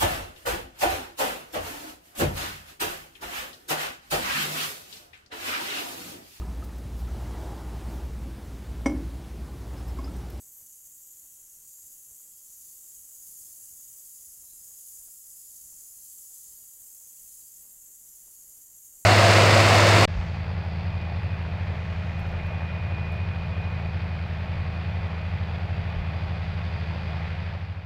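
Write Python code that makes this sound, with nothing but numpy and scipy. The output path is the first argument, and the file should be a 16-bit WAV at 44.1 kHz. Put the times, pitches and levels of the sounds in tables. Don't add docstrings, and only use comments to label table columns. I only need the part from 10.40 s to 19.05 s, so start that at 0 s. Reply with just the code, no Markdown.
import sys
import numpy as np
from scipy import signal
from scipy.fft import rfft, irfft, next_fast_len
from scipy.io import wavfile
from scipy.ndimage import uniform_filter1d, map_coordinates

SR = 44100
rng = np.random.default_rng(int(sys.argv[2]) if len(sys.argv) > 2 else 0)


def master_out(mix):
    frames = np.transpose(np.atleast_2d(mix))
    ceiling = np.clip(frames, -1, 1)
    pcm = np.round(ceiling * 32767).astype(np.int16)
    wavfile.write(sys.argv[1], SR, pcm)


N = 381465


# (time [s], level [dB])
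AIR_LEVEL = [(0, -51), (.8, -49.5), (1.2, -50), (1.42, -49), (1.95, -49.5), (2.3, -48.8), (3.05, -49),
             (3.8, -49.5), (4.05, -50), (4.5, -49.2), (4.9, -50.5), (5.8, -48.5), (6.3, -50), (6.95, -48.5),
             (7.35, -50), (7.8, -51), (8.6, -51)]
# (frequency [Hz], relative density [dB])
AIR_SPECTRUM = [(1500, -41), (2450, -31), (2900, -25), (3500, -26), (4000, -29), (4400, -23.5),
                (5500, -18.5), (6300, -4.5), (7050, 0), (7900, -2.5), (9000, -7.5), (10300, -6.5),
                (11700, -1.7), (12900, -5), (13800, -9.5), (15800, -8)]

def air_jet(wander_share=0.007, wander_per_s=3):
    flutter = spurts(per_s=83, fade_s=0.0071, depth=0.26) * amp(0.74 * wobble(350))
    hiss = coloured(turbulence(patchy_db=1.12), AIR_SPECTRUM)
    read_at = np.cumsum(1 + wander_share * wobble(wander_per_s))
    wandering = map_coordinates(hiss, [read_at], order=5, mode="mirror")
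    return amp(curves(AIR_LEVEL)[0]) * unit(wandering * flutter)


# (time [s], level [dB])
PLASTER_LEVEL = [(0.0, -58.5), (1.25, -68), (1.45, -59), (1.8, -65), (2.12, -56), (2.27, -52), (2.45, -54),
                 (2.68, -56), (2.87, -48), (3.17, -50.5), (3.3, -50.5), (3.5, -52.5), (3.72, -49.5),
                 (4.1, -52.5), (4.32, -51.5), (4.47, -47), (4.8, -51), (5.15, -49.5), (5.5, -51),
                 (5.76, -49.5), (6.06, -50), (6.3, -55), (6.55, -53), (6.72, -55.5), (6.95, -52.5),
                 (7.24, -57), (7.5, -65), (7.75, -55.5), (8.1, -55), (8.4, -65), (8.6, -58)]
# (frequency [Hz], relative density [dB])
PLASTER_SPECTRUM = [(2500, -38.5), (3400, -22.5), (4000, -26.5), (4550, -14.5), (5150, -8.5), (5550, -14),
                    (6700, 2.5), (7500, 0.8), (8500, -5), (9200, -1.5), (10400, 3.5), (12000, -1.5),
                    (13300, -3.5), (14200, -4.5), (15800, -4.5)]

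def plaster(grains_per_s=2700, grit_share=0.21):
    level_db = curves(PLASTER_LEVEL)[0] + 0.1 * wobble(22)
    feed = spurts(per_s=54, fade_s=0.0057, depth=0.45) * amp(0.78 * wobble(400))
    grit = unit(rng.standard_normal(N) * (rng.random(N) < grains_per_s / SR))
    spray = np.sqrt(1 - grit_share) * turbulence(patchy_db=1.0) + np.sqrt(grit_share) * grit
    return amp(level_db) * unit(coloured(spray * feed, PLASTER_SPECTRUM))


# (time [s], half width [s], peak level [dB], centre [Hz])
WET_SURGES = [(1.44, .07, -74.5, 4600), (2.3, 0.35, -74.5, 4630), (3.07, .07, -68, 5000),
              (4.098, 0.12, -75.5, 3700), (5.08, .11, -80, 3700), (5.636, 0.044, -67, 4950),
              (6.002, .12, -70, 4600), (7.03, 0.11, -68.5, 4800), (7.9, 0.14, -82, 4000)]
# (frequency [x centre], relative density [dB])
SURGE_SPECTRUM = [(.5, -31), (.8, -11.5), (.92, -7), (1, 2), (1.12, 2), (1.28, -16), (1.85, -34)]

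def surges():
    feed = turbulence(patchy_db=5.5) * spurts(per_s=80, fade_s=0.023, depth=1.5)
    out = np.zeros(N)
    for time_s, half_width_s, peak_db, centre_hz in WET_SURGES:
        rush = unit(coloured(feed, np.array(SURGE_SPECTRUM) * [centre_hz, 1]))
        out += swell(time_s, half_width_s, peak_db) * rush
    return out


# (time [s], half width [s], peak level [dB], pitch [Hz])
NOZZLE_SQUEAKS = [(.17, 0.057, -55, 12100), (.72, .08, -59, 12800)]

def squeaks():
    return sum(swell(time_s, half_width_s, peak_db) * breathy_tone(pitch_hz, half_band_hz=300)
               for time_s, half_width_s, peak_db, pitch_hz in NOZZLE_SQUEAKS)


# (time [s], pitch [Hz], level [dB])
NOZZLE_WHISTLE = [(3.4, 5280, -88), (3.8, 5360, -74), (4.2, 5200, -71), (4.55, 5090, -77), (4.8, 5100, -72),
                  (5.15, 5330, -77), (5.6, 5300, -85)]

def whistle():
    pitch_hz, level_db = curves(NOZZLE_WHISTLE)
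    return amp(level_db) * breathy_tone(pitch_hz, half_band_hz=160)


# (time [s], level [dB])
SIZZLE_LEVEL = [(0, -76), (.82, -69), (1.02, -63), (1.75, -67), (2.1, -58), (2.7, -72), (3.15, -54),
                (3.48, -64), (3.7, -61), (4.1, -65), (4.7, -64), (5.4, -67), (5.9, -80), (6.1, -64),
                (6.6, -57), (7.05, -63), (7.35, -75), (8.4, -70)]
# (frequency [Hz], relative density [dB])
SIZZLE_SPECTRUM = [(11000, -30), (13300, -11), (14300, -9), (15800, -1)]

def sizzle():
    return amp(curves(SIZZLE_LEVEL)[0]) * unit(coloured(turbulence(patchy_db=0.7), SIZZLE_SPECTRUM))


# (time [s], echo lag [ms])
SWAY_TURNS = [(0, 1.66), (1.02, 1.525), (1.43, 1.63), (1.88, 1.565), (2.32, 1.675), (2.6, 1.625),
              (3.1, 1.735), (3.48, 1.65), (4.08, 1.845), (4.55, 1.675), (4.95, 1.775), (5.5, 1.55),
              (5.92, 1.68), (6.5, 1.48), (6.95, 1.615), (7.5, 1.385), (8.0, 1.325), (8.65, 1.33)]
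# (frequency [Hz], gain [dB])
WALL_GAIN = [(3000, -17), (5300, -15.5), (6500, -11.5), (7500, -9), (8500, -13), (9600, -25), (11500, -16),
             (13200, -18.5), (15000, -18)]

def wall_echo(gun):
    read_at = np.arange(N) - swing(SWAY_TURNS) * SR / 1000
    return coloured(map_coordinates(gun, [read_at], order=5), WALL_GAIN)


def nearby_echoes(gun, first_ms=1.0, last_ms=8, drift_ms=0.195, gain_db=-20, fade_db_per_ms=0.37):
    out = np.zeros(N)
    for lag_ms in np.linspace(first_ms, last_ms, 16):
        read_at = np.arange(N) - (lag_ms + drift_ms * wobble(3)) * SR / 1000
        out += amp(gain_db - fade_db_per_ms * lag_ms) * map_coordinates(gun, [read_at])
    return out


# (time [s], relative level [dB])
GUN_KNOCKS = [(0.204, -73), (0.847, -74), (3.396, -72), (4.043, -72), (4.678, -69), (5.238, -76),
              (5.326, -73), (5.908, -75), (5.968, -73), (6.609, -73), (7.25, -74), (7.874, -72)]

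def knocks(rise_s=0.0025, t60_s=0.057, gain_db=15.0):
    t = np.arange(SR // 10) / SR
    rise = 1 - np.exp(-t / rise_s)
    blows = np.zeros(N)
    for time_s, level_db in GUN_KNOCKS:
        envelope = rise * amp(level_db + gain_db - 60 * t / t60_s)
        blows[round(time_s * SR):][:len(t)] += envelope * rng.standard_normal(len(t))
    return coloured(blows, [(80, -2), (300, -3), (850, 7), (1600, -4), (5000, -27)])


def sputter(level_db=-89.0):
    envelope = spurts(per_s=100, fade_s=0.0029, depth=0.5) - 1
    pops = envelope * rng.standard_normal(N)
    dull_pops = coloured(pops, [(100, -12), (350, -18), (900, -3), (1500, -3), (4000, -23)])
    return amp(level_db) * unit(dull_pops)


# (time [s], peak level [dB])
AIR_PUFFS = [(.83, -74), (2.22, -76), (2.6, -70), (2.95, -73), (3.88, -75), (4.05, -71), (5.25, -68),
             (6.22, -73), (7.03, -74), (7.275, -72)]
# (frequency [Hz], relative density [dB])
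PUFF_SPECTRUM = [(20, -27), (60, 6.5), (150, -11), (300, -13), (900, -46)]

def puffs(half_width_s=0.017):
    envelope = sum(swell(time_s, half_width_s, peak_db) for time_s, peak_db in AIR_PUFFS)
    return envelope * unit(coloured(rng.standard_normal(N), PUFF_SPECTRUM))


# (frequency [Hz], relative density [dB])
YARD_SPECTRUM = [(10, -8.5), (30, 2), (60, -3.5), (120, -7.5), (250, -12.3), (500, -15.5), (1000, -21),
                 (1500, -23), (2050, -19.5), (2450, -28.5), (3000, -22.5), (6000, -45), (16000, -46)]

def yard(level_db=-72.5, flutter_db=1.85, flutter_below_hz=220):
    noise = rng.standard_normal(N)
    bass = filtered(noise, lambda hz: hz < flutter_below_hz)
    fluttering_bass = unit(bass * amp(flutter_db * wobble(22))) * np.std(bass)
    rumble = unit(coloured(noise - bass + fluttering_bass, YARD_SPECTRUM))
    return amp(level_db + 1.17 * wobble(14)) * rumble


def turbulence(patchy_db):
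    spectra = signal.stft(rng.standard_normal(N), nperseg=512)[2]
    patches = uniform_filter1d(rng.standard_normal(spectra.shape), size=5, axis=0)
    patches = uniform_filter1d(patches, size=26, axis=1)
    return signal.istft(spectra * amp(patchy_db * unit(patches)), nperseg=512)[1][:N]


def spurts(per_s, fade_s, depth):
    lumps = (rng.random(N) < per_s / SR) * rng.exponential(size=N)
    power = signal.lfilter([1], [1, -np.exp(-1 / (fade_s * SR))], lumps)
    return np.sqrt(1 + depth * power)


def breathy_tone(pitch_hz, half_band_hz):
    band = filtered(rng.standard_normal((2, N)), lambda hz: 1 / (1 + (hz / half_band_hz) ** 4))
    phase = 2 * np.pi * np.cumsum(pitch_hz * np.ones(N)) / SR
    return unit(band[0] * np.cos(phase) + band[1] * np.sin(phase))


def swing(turns):
    times_s, values = np.transpose(turns)
    index = np.arange(len(turns))
    stroke = np.interp(np.arange(N) / SR, times_s, index)
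    eased = np.floor(stroke) + (1 - np.cos(np.pi * (stroke % 1))) / 2
    return np.interp(eased, index, values)


def swell(time_s, half_width_s, peak_db):
    return amp(peak_db) * np.exp(-((np.arange(N) / SR - time_s) / half_width_s) ** 2 / 2)


def wobble(knots_per_s):
    knots = rng.standard_normal(int(N * knots_per_s / SR) + 4)
    grid = np.linspace(0, N, N // 16)
    return np.interp(np.arange(N), grid, map_coordinates(knots, [grid * knots_per_s / SR]))


def curves(rows):
    times_s, *columns = np.transpose(rows)
    return [np.interp(np.arange(N) / SR, times_s, column) for column in columns]


def coloured(x, points):
    points_hz, gain_db = np.transpose(points)
    return filtered(x, lambda hz: amp(np.interp(np.log(hz + 1), np.log(points_hz), gain_db)))


def filtered(x, response):
    size = next_fast_len(N + SR // 2)
    return irfft(rfft(x, size) * response(np.fft.rfftfreq(size, 1 / SR)), size)[..., :N]


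def amp(db):
    return 10 ** (np.asarray(db) / 20)


def unit(x):
    return x / np.sqrt(np.mean(x ** 2) + 1e-20)


def scene():
    gun = air_jet() + plaster() + surges() + squeaks() + whistle() + sizzle()
    centre = gun + wall_echo(gun) + nearby_echoes(gun) + knocks() + sputter() + puffs() + yard()
    return np.array([centre, centre])


def record(dry):
    return filtered(dry, lambda hz: hz < 15800)


dry = scene()
out = record(dry)
master_out(out)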